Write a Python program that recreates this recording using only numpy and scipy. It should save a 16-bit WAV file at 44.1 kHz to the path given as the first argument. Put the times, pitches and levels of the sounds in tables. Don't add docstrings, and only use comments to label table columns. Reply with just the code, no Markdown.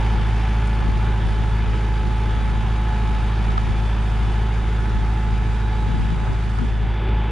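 import sys
import numpy as np
from scipy import signal
from scipy.fft import rfft, irfft
from scipy.io import wavfile
from scipy.ndimage import uniform_filter1d

SR = 44100
rng = np.random.default_rng(int(sys.argv[2]) if len(sys.argv) > 2 else 0)


def to_wav(s):
    ch = np.atleast_2d(s).T
    pcm = np.round(np.clip(ch, -1, 1) * 32767)
    wavfile.write(sys.argv[1], SR, pcm.astype(np.int16))


N = 322371
T = np.arange(N) / SR


def gain_of(db):
    return 10 ** (np.asarray(db) / 20)


def evened(x):
    return x / np.sqrt(np.mean(x ** 2) + 1e-20)


def read(points, hz):
    point_hz, value = np.transpose(points)
    return np.interp(np.log(hz + 1), np.log(point_hz + 1), value)


def curve(rows, column=1, t=T):
    columns = np.transpose(rows)
    return np.interp(t, columns[0], columns[column])


def noise(points):
    hz = np.fft.rfftfreq(N, 1 / SR)
    spectrum = rfft(rng.standard_normal(N))
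    return evened(irfft(spectrum * gain_of(read(points, hz)), N))


def wander(top_hz):
    return noise([(.2, 0), (top_hz, 0), (3 * top_hz, -40), (9 * top_hz, -160)])


# time in seconds, rate of the gear teeth in Hz.
SPEED = [(0, 431.2), (.38, 432.6), (.72, 430.2), (1.4, 431), (1.85, 429.8), (2.2, 430.4), (2.45, 430.6),
         (2.72, 428.6), (3.05, 430.5), (3.25, 429.7), (3.54, 431.9), (3.7, 428.6), (3.9, 433),
         (4.04, 429.5), (4.33, 431.4), (4.55, 430), (4.85, 431.1), (5.1, 430.2), (5.45, 431.2),
         (5.72, 429.2), (6.4, 429.6), (6.85, 431.4), (7.31, 431.2)]


def cycles():
    return np.cumsum(curve(SPEED)) / SR / 32 + .0004 * wander(6)


# time in seconds, exhaust level in dB,
# level in dB that the roar, knocks and quieter gear tones follow.
LOUDNESS = [(0, -19.5, -34), (1, -20, -35), (2.5, -20.5, -36), (3.4, -20.5, -35), (5.4, -20.5, -37),
            (6.3, -22, -37.5), (6.8, -22.5, -38.5), (7.04, -24, -34.5), (7.15, -19.5, -34.5),
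            (7.31, -25.5, -36)]
# multiple of the firing rate, level in dB against the firing tone.
EXHAUST_TONES = [(0.25, -47), (0.5, -30), (0.75, -83), (1, 0), (1.25, -24), (1.5, -21.5), (1.75, -24),
                 (2, -8), (2.25, -25), (2.5, -21), (2.75, -27), (3, -17.5), (3.25, -44.5), (3.5, -24),
                 (3.75, -26.5), (4, -18.5), (4.25, -51.5), (4.5, -34.5), (4.75, -40.5), (5, -32),
                 (5.25, -49), (5.5, -36.5), (5.75, -56), (6, -32.5), (6.25, -33.5), (6.5, -33.5),
                 (6.75, -41.5), (7, -32.5), (7.25, -37.5), (7.5, -49), (7.75, -39.5), (8, -30.5)]
EVEN_LEAD, ODD_LEAD, LOOSE = .035, -.025, .004


def exhaust(turns):
    out = np.zeros(N)
    for multiple, db in EXHAUST_TONES:
        is_overtone = multiple > 1
        lead = (ODD_LEAD if multiple % 2 else EVEN_LEAD) * multiple * is_overtone
        slip = LOOSE * (multiple - 1) * wander(8)
        start = rng.random() if multiple % 1 or multiple > 4 else 0
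        level = gain_of(db + 0.89 * is_overtone * wander(5.9))
        out += level * np.sin(2 * np.pi * (4 * multiple * turns + start + lead + slip))
    return np.sqrt(2) * gain_of(curve(LOUDNESS)) * out


# time in seconds, level in dB before it wavers.
WHINE = [(0, -39), (.9, -39), (1.5, -41.5), (1.9, -38), (2.7, -40), (3.14, -36), (3.45, -43), (3.62, -38),
         (3.9, -42.5), (5.3, -41), (5.7, -37.5), (6.3, -42.5), (6.85, -45.5), (7.2, -39)]
# multiple of the tooth rate, level in dB against the roar's loudness
# curve, wavering in dB.
GEAR_TONES = [(2.75, -19, 3), (3, -17, 2.2), (3.875, -21, 2.2), (4, -16, 2), (4.75, -24, 3), (7, -22, 1.6),
              (8, -20.5, 1.4), (9, -23.5, 1.4), (10.95, -38, 3)]
# multiple of the tooth rate, peak time in seconds,
# length in seconds, change at the peak in dB.
SWELLS = [(3, .3, .6, -8), (3, 4.9, 1.2, 4), (3, 6.8, .5, -4), (3.875, 1.5, 1.2, 4), (3.875, 3.0, .5, 6),
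          (3.875, 6.8, .6, -6), (4, .95, .6, 3), (4, 2.9, 1.2, 2), (4, 5.8, .7, 5), (4, 6.5, .3, -5),
          (7, .25, .6, 3), (7, 1.8, .6, 4), (7, 4.3, .3, 5), (7, 5.2, .8, -6), (7, 2.9, .5, 3),
          (7, 6.3, .5, -4), (7, 7.1, .5, -3), (8, 2.35, .35, 5), (8, 3.85, .25, 6), (8, 4.3, .2, 4),
          (8, 5.3, .8, -3), (8, 6.15, .3, 2.5), (8, 1.85, .4, -5), (8, 3.2, .5, -3), (8, 6.9, .7, 4),
          (9, .8, .8, -3), (9, 2.9, 1, 4), (9, 3.9, .3, -6), (9, 4.9, .4, -5), (9, 5.9, 1.1, 6),
          (9, 6.9, .4, -7)]


def gear_tone(turns, multiple, db):
    return np.sqrt(2) * gain_of(db) * np.sin(2 * np.pi * (32 * multiple * turns + rng.random()))


def gears(turns):
    cycle_throb_db = 1.5 * np.sin(2 * np.pi * turns)
    out = gear_tone(turns, 2, curve(WHINE) + .6 * wander(8) + 1.6 * wander(40) + cycle_throb_db)
    for multiple, db, waver_db in GEAR_TONES:
        level_db = curve(LOUDNESS, column=2) + db + waver_db * wander(14)
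        for swell_multiple, peak, length, change_db in SWELLS:
            if abs(swell_multiple / multiple - 1) < .015:
                level_db = level_db + change_db * np.exp(-(2 * (T - peak) / length) ** 2)
        out += gear_tone(turns, multiple, level_db)
    return out


# frequency in Hz, relative level in dB per tone.
CLATTER_SPECTRUM = [(430, -62), (520, -59.5), (620, -61.5), (760, -58), (950, -57), (1200, -66),
                    (1500, -57.5), (1800, -68.5), (2200, -65), (2600, -74.5)]
UNEVEN_DB = 4.0


def clatter(turns):
    order = np.arange(4097)
    order_hz = order * np.mean(curve(SPEED)) / 32
    uneven_db = UNEVEN_DB * np.minimum(rng.standard_normal(4097), 1)
    size = gain_of(read(CLATTER_SPECTRUM, order_hz) + 2.36 * (order % 4 == 0) + uneven_db)
    size *= (order > 32) & (order < 200)
    pattern = irfft(size * np.exp(2j * np.pi * rng.random(4097))) * 4096 * np.sqrt(2)
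    knocks = np.interp(turns % 1, np.arange(8192) / 8192, pattern, period=1)
    return knocks * gain_of(0.38 * wander(4.6))


THROB_LAG = .3


def firing_beat(turns):
    return 2 * np.pi * (4 * turns - THROB_LAG)


# frequency in Hz, relative level in dB per Hz.
ROAR_SPECTRUM = [(130, -28), (215, -4.5), (250, -13), (400, -6.5), (610, -24.5), (765, -6), (830, -13),
                 (930, -9), (1140, -11.5), (1700, -13), (1920, -15), (2410, -14.5), (2780, -17),
                 (3800, -21.5), (4100, -39), (8000, -120)]


def roar(turns):
    wide, hz = noise(ROAR_SPECTRUM), np.fft.rfftfreq(N, 1 / SR)
    middle_band = irfft(rfft(wide) * (hz > 1000) * (hz < 3800), N)
    wide /= np.std(middle_band)
    beat = firing_beat(turns)
    return wide * gain_of(1.2 * np.sin(beat) + .8 * np.sin(2 * beat) + .4 * wander(12))


# frequency in Hz, relative level in dB per Hz.
HISS_SPECTRUM = [(1500, -69), (3700, -13), (4100, -5.5), (4650, -1), (4900, -4.5), (5300, -5), (6500, -6.5),
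                 (7600, -5.5), (8300, -9), (9200, -9.5), (10000, -15), (10700, -36.5), (15000, -40),
                 (15500, -71.5)]
HISS_DB = -9


def hiss(turns):
    throb_db = 1.7 * np.sin(firing_beat(turns))
    return gain_of(HISS_DB + throb_db + 0.84 * wander(23)) * noise(HISS_SPECTRUM)


def patchy(x, patchy_db, size=512, count=40):
    overlap = size * 3 // 4
    z = signal.stft(x, SR, nperseg=size, noverlap=overlap)[2]
    patches = uniform_filter1d(rng.standard_normal(z.shape), 5, 0)
    patches = evened(uniform_filter1d(patches, count, 1))
    return signal.istft(z * gain_of(patchy_db * patches), SR, nperseg=size, noverlap=overlap)[1][:N]


ROAR_DB, KNOCK_DB = -3.5, 34.0
ROAR_PATCH_DB = 1.0
LOOSE_KNOCK_DB = 2.5


def block(turns):
    noisy = patchy(roar(turns) + hiss(turns), ROAR_PATCH_DB)
    knocks = patchy(clatter(turns), LOOSE_KNOCK_DB, size=4096, count=8)
    return gain_of(curve(LOUDNESS, column=2)) * (gain_of(ROAR_DB) * noisy + gain_of(KNOCK_DB) * knocks)


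# frequency in Hz, relative level in dB per Hz.
RUMBLE_SPECTRUM = [(5, -66.5), (20, -8.5), (40, 9), (65, 5.5), (110, 8), (200, 3), (260, -8.5), (500, -46),
                   (1000, -95)]
RUMBLE_DB = -39.5


def rumble():
    return gain_of(RUMBLE_DB + 0.27 * wander(2.8)) * noise(RUMBLE_SPECTRUM)


# frequency in Hz, left over right in dB.
LEAN = [(60, -1), (130, 0), (200, -0.5), (350, 0.5), (480, -4), (620, 8.5), (780, -6.5), (950, -7.5),
        (1250, 7), (1750, -4), (2250, 4), (2800, -2.5), (3250, 6), (3800, -8), (4150, -2), (4800, -5.5),
        (7000, -4.5), (8400, -1.5), (9500, 1), (10500, -0.5)]
# frequency in Hz, phase in radians, split between the ports.
LEAD = [(400, 0), (540, -.4), (680, .4), (880, .2), (1100, -1), (1400, .35), (1950, -.5), (2450, .2),
        (3000, -.25), (3450, .25), (3900, -.15), (5000, -.25), (6500, -.9), (7800, -3.1), (8200, -3.3),
        (8500, -6), (10500, -6)]
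# frequency in Hz, likeness from 0 to 1.
SAME = [(100, 1), (230, 1), (350, 1), (900, 0.95), (1200, 0.92), (2000, 0.76), (2500, 0.91), (3000, 0.93),
        (3800, 0.86), (4200, 0.92), (4900, .68), (5300, 0.86), (6000, 0.65), (7800, 0.79), (8400, .1),
        (9000, 0.7), (10400, 0.47), (11500, 0.64)]
# time in seconds, share from 0 to 1.
MUFFLE = [(6.65, 0.33), (6.8, 0.71), (7.0, 0.94), (7.3, 0.98)]
# frequency in Hz, change in dB.
MUFFLED = [(100, 2.5), (200, 0), (380, 7), (600, 2.5), (1500, -3), (3500, 0.5), (5500, -13.5),
           (7000, -15.5), (9000, -14), (9800, -17.5), (10800, -3)]
# frequency in Hz, share of the width lost.
NARROWED = [(100, 1), (4000, 0.99), (6000, .3)]


def ports(x):
    hz, t, z = signal.stft(x, SR, nperseg=1024, noverlap=768)
    scattered = signal.stft(x[::-1], SR, nperseg=1024, noverlap=768)[2]
    share = np.clip(curve(MUFFLE, t=t), 0, 1)
    half = (gain_of(read(LEAN, hz) / 2) * np.exp(-.5j * read(LEAD, hz)))[:, None]
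    same = np.clip(read(SAME, hz), 0, 1)[:, None]
    left = z * half
    right = (same * z + np.sqrt(1 - same ** 2) * scattered) / half
    width_lost = share * np.clip(read(NARROWED, hz), 0, 1)[:, None]
    middle = (left + right) / 2
    side = (left - right) / 2 * (1 - width_lost)
    pair = np.array([middle + side, middle - side]) * gain_of(share * read(MUFFLED, hz)[:, None])
    return signal.istft(pair, SR, nperseg=1024, noverlap=768)[1][:, :N]


# time in seconds, ring level in dB before its rise and decay,
# snap level in dB before filtering, middle of the snap's band in Hz, rise time in ms.
TICKS = [(.672, -50, -38, 9500, 9), (.801, -30, -45, 4500, 1), (1.205, -31, -45, 4500, 1),
         (1.743, -30, -45, 4500, 1), (2.307, -27, -42, 4500, 1), (3.489, -19, -42, 4800, 2.5),
         (3.502, -27, -45, 4500, 2), (3.578, -10.5, -19, 3100, 1.1), (4.837, -31, -45, 4500, 1),
         (6.103, -28, -36, 4500, 1), (6.587, -18, -31, 4300, .5), (7.210, -36, -50, 4300, 1)]
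BODY_HZ, BODY_T60 = 1250, .023
BODY_HUM_DB = -49.5
SNAP_RIGHT = .35


def body():
    ring, snap, t = np.zeros(N), np.zeros((2, N)), np.arange(3000) / SR
    for start, ring_db, snap_db, snap_hz, rise_ms in TICKS:
        at, rise = round(start * SR), max(rise_ms, .1) / 1000
        onset = 1 - np.exp(-t / rise)
        since = np.maximum(t - 2 * rise, 0)
        decay = gain_of(ring_db - 60 * since / BODY_T60)
        ring[at:at + 3000] += decay * onset * np.sin(2 * np.pi * BODY_HZ * t)
        burst = gain_of(snap_db) * np.exp(-(t / (rise + .0008)) ** 2) * rng.choice([-1., 1.], 3000)
        band = signal.butter(3, [.5 * snap_hz, 1.5 * snap_hz], "band", fs=SR)
        snap[:, at:at + 3000] += signal.lfilter(*band, burst * [[1], [SNAP_RIGHT]])
    hum = noise([(300, -90), (BODY_HZ - 300, -25), (BODY_HZ - 60, 0), (BODY_HZ + 40, 0),
                 (BODY_HZ + 200, -25), (3000, -100)])
    ring += gain_of(BODY_HUM_DB) * hum * (1 - np.clip(curve(MUFFLE), 0, 1))
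    snap = signal.sosfilt(signal.butter(14, 9600, fs=SR, output="sos"), snap)
    return ring * np.array([[1], [-1]]) + snap


# peak time in seconds, pitch in Hz, peak level in dB,
# length in seconds.
THUDS = [(0.187, 95, -24, .05), (0.888, 45, -22, .05), (1.688, 90, -25, .05), (5.948, 155, -16, 0.026),
         (5.995, 200, -20.5, 0.033), (6.024, 70, -17, .05), (6.045, 150, -24, 0.026),
         (6.125, 171, -20.5, 0.066), (6.329, 65, -24, .05), (6.6, 151, -21, 0.033),
         (6.631, 240, -22, 0.053), (6.768, 50, -22, .05)]


def thuds():
    left = np.zeros(N)
    shake = .1 * wander(30)
    for peak, hz, db, length in THUDS:
        hump = gain_of(db) * np.exp(-(2 * (T - peak) / length) ** 2)
        left += hump * np.sin(2 * np.pi * (hz * (T - peak) + rng.random() + shake))
    return left * np.array([[1], [0]])


# peak time in seconds, buffeting level in dB over both ports together,
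# length in seconds, left port over right in dB, upper part against the low part in dB.
GUSTS = [(0.192, -24, 0.18, 9, -2.5), (.64, -37, 0.071, 1, -6), (0.863, -20.5, .1, 14, 2),
         (0.99, -23.5, 0.046, 0, -2), (1.105, -27.5, 0.055, 2, -7), (1.294, -21.5, 0.1, 3, -6),
         (1.43, -24.5, 0.1, 6, 1), (1.68, -22, .08, 5, -4), (1.92, -27, .06, 4, -9),
         (2.077, -23, 0.05, -12, 1), (2.28, -25, .06, -2, -7), (2.388, -24.5, 0.08, 13, -1),
         (2.457, -26, .04, 9, 1), (2.534, -23.5, .07, 9, -2), (2.655, -25, 0.089, 7, -4),
         (3.107, -22.5, 0.13, 9, -2), (3.193, -28.5, 0.064, 13, -3), (3.543, -25.5, 0.11, 1, -5),
         (3.693, -23, 0.098, 12, -3), (3.826, -26, 0.046, 4, -6), (3.997, -29.5, .08, 11, -8),
         (4.221, -24, .14, 17, -4), (4.397, -30, .07, 7, -8), (4.815, -27, 0.065, 13, -10),
         (4.97, -21, .09, 7, -3), (5.354, -32.5, .1, 0, -10), (5.517, -25, 0.15, 4, -8),
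         (5.83, -25.5, 0.098, -1, -6), (5.898, -22, .04, 8, 1), (5.952, -22, 0.05, 10, 1),
         (6.02, -22, .07, 14, 1.5), (6.128, -24.5, 0.09, 12, 0), (6.22, -26, .05, 13, 1),
         (6.315, -21, 0.08, 19, 0), (6.465, -25, .05, 10, -3), (6.63, -22, 0.055, 12, 2.5),
         (6.748, -23, 0.089, 8, -7), (6.86, -25, 0.056, 3, -2), (6.92, -30, .06, 2, -4),
         (7.22, -36, .2, -4, -2)]
# frequency in Hz, relative level in dB per Hz.
WIND_SPECTRUM = [(8, -30.5), (22, -4), (45, -2), (100, -1), (200, -8), (270, -12), (340, -19.5),
                 (450, -28.5), (700, -36.5), (900, -56.5), (1500, -120)]
BREEZE_DB, BREEZE_SWAY_DB, BREEZE_LEAN_DB, BREEZE_UPPER_DB = -30.5, 4.5, 4, -12
GUST_EDGE_DB, UPPER_EDGE_DB = -4, -6.5


def port_powers(db, lean_db):
    left = 1 / (1 + gain_of(-2 * lean_db))
    return gain_of(2 * db) * np.array([[left], [1 - left]])


def wind():
    clear = 1 - np.clip(curve(MUFFLE), 0, 1)
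    lower = port_powers(BREEZE_DB + BREEZE_SWAY_DB * wander(2.8), BREEZE_LEAN_DB) * clear ** 2
    upper = lower * gain_of(2 * BREEZE_UPPER_DB)
    for peak, db, length, lean_db, upper_db in GUSTS:
        away = abs(T - peak) / (abs(length) / 2)
        lower = lower + port_powers(db + GUST_EDGE_DB * away, lean_db)
        upper = upper + port_powers(db + upper_db + UPPER_EDGE_DB * away ** 2, lean_db)
    both = []
    for low_gain, high_gain in zip(np.sqrt(lower), np.sqrt(upper)):
        full = noise(WIND_SPECTRUM) * gain_of(1.1 * wander(35))
        low = signal.filtfilt(*signal.butter(2, 120, fs=SR), full)
        both.append(low_gain * low + high_gain * (full - low))
    return np.array(both)


def scene():
    turns = cycles()
    tractor = exhaust(turns) + gears(turns) + block(turns) + rumble()
    return ports(tractor) + body() + thuds() + wind()


def record(dry):
    low_pass = signal.firwin(255, 15100, window=("kaiser", 9), fs=SR)
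    return signal.oaconvolve(dry, low_pass[None], "same")


dry = scene()
out = record(dry)
to_wav(out)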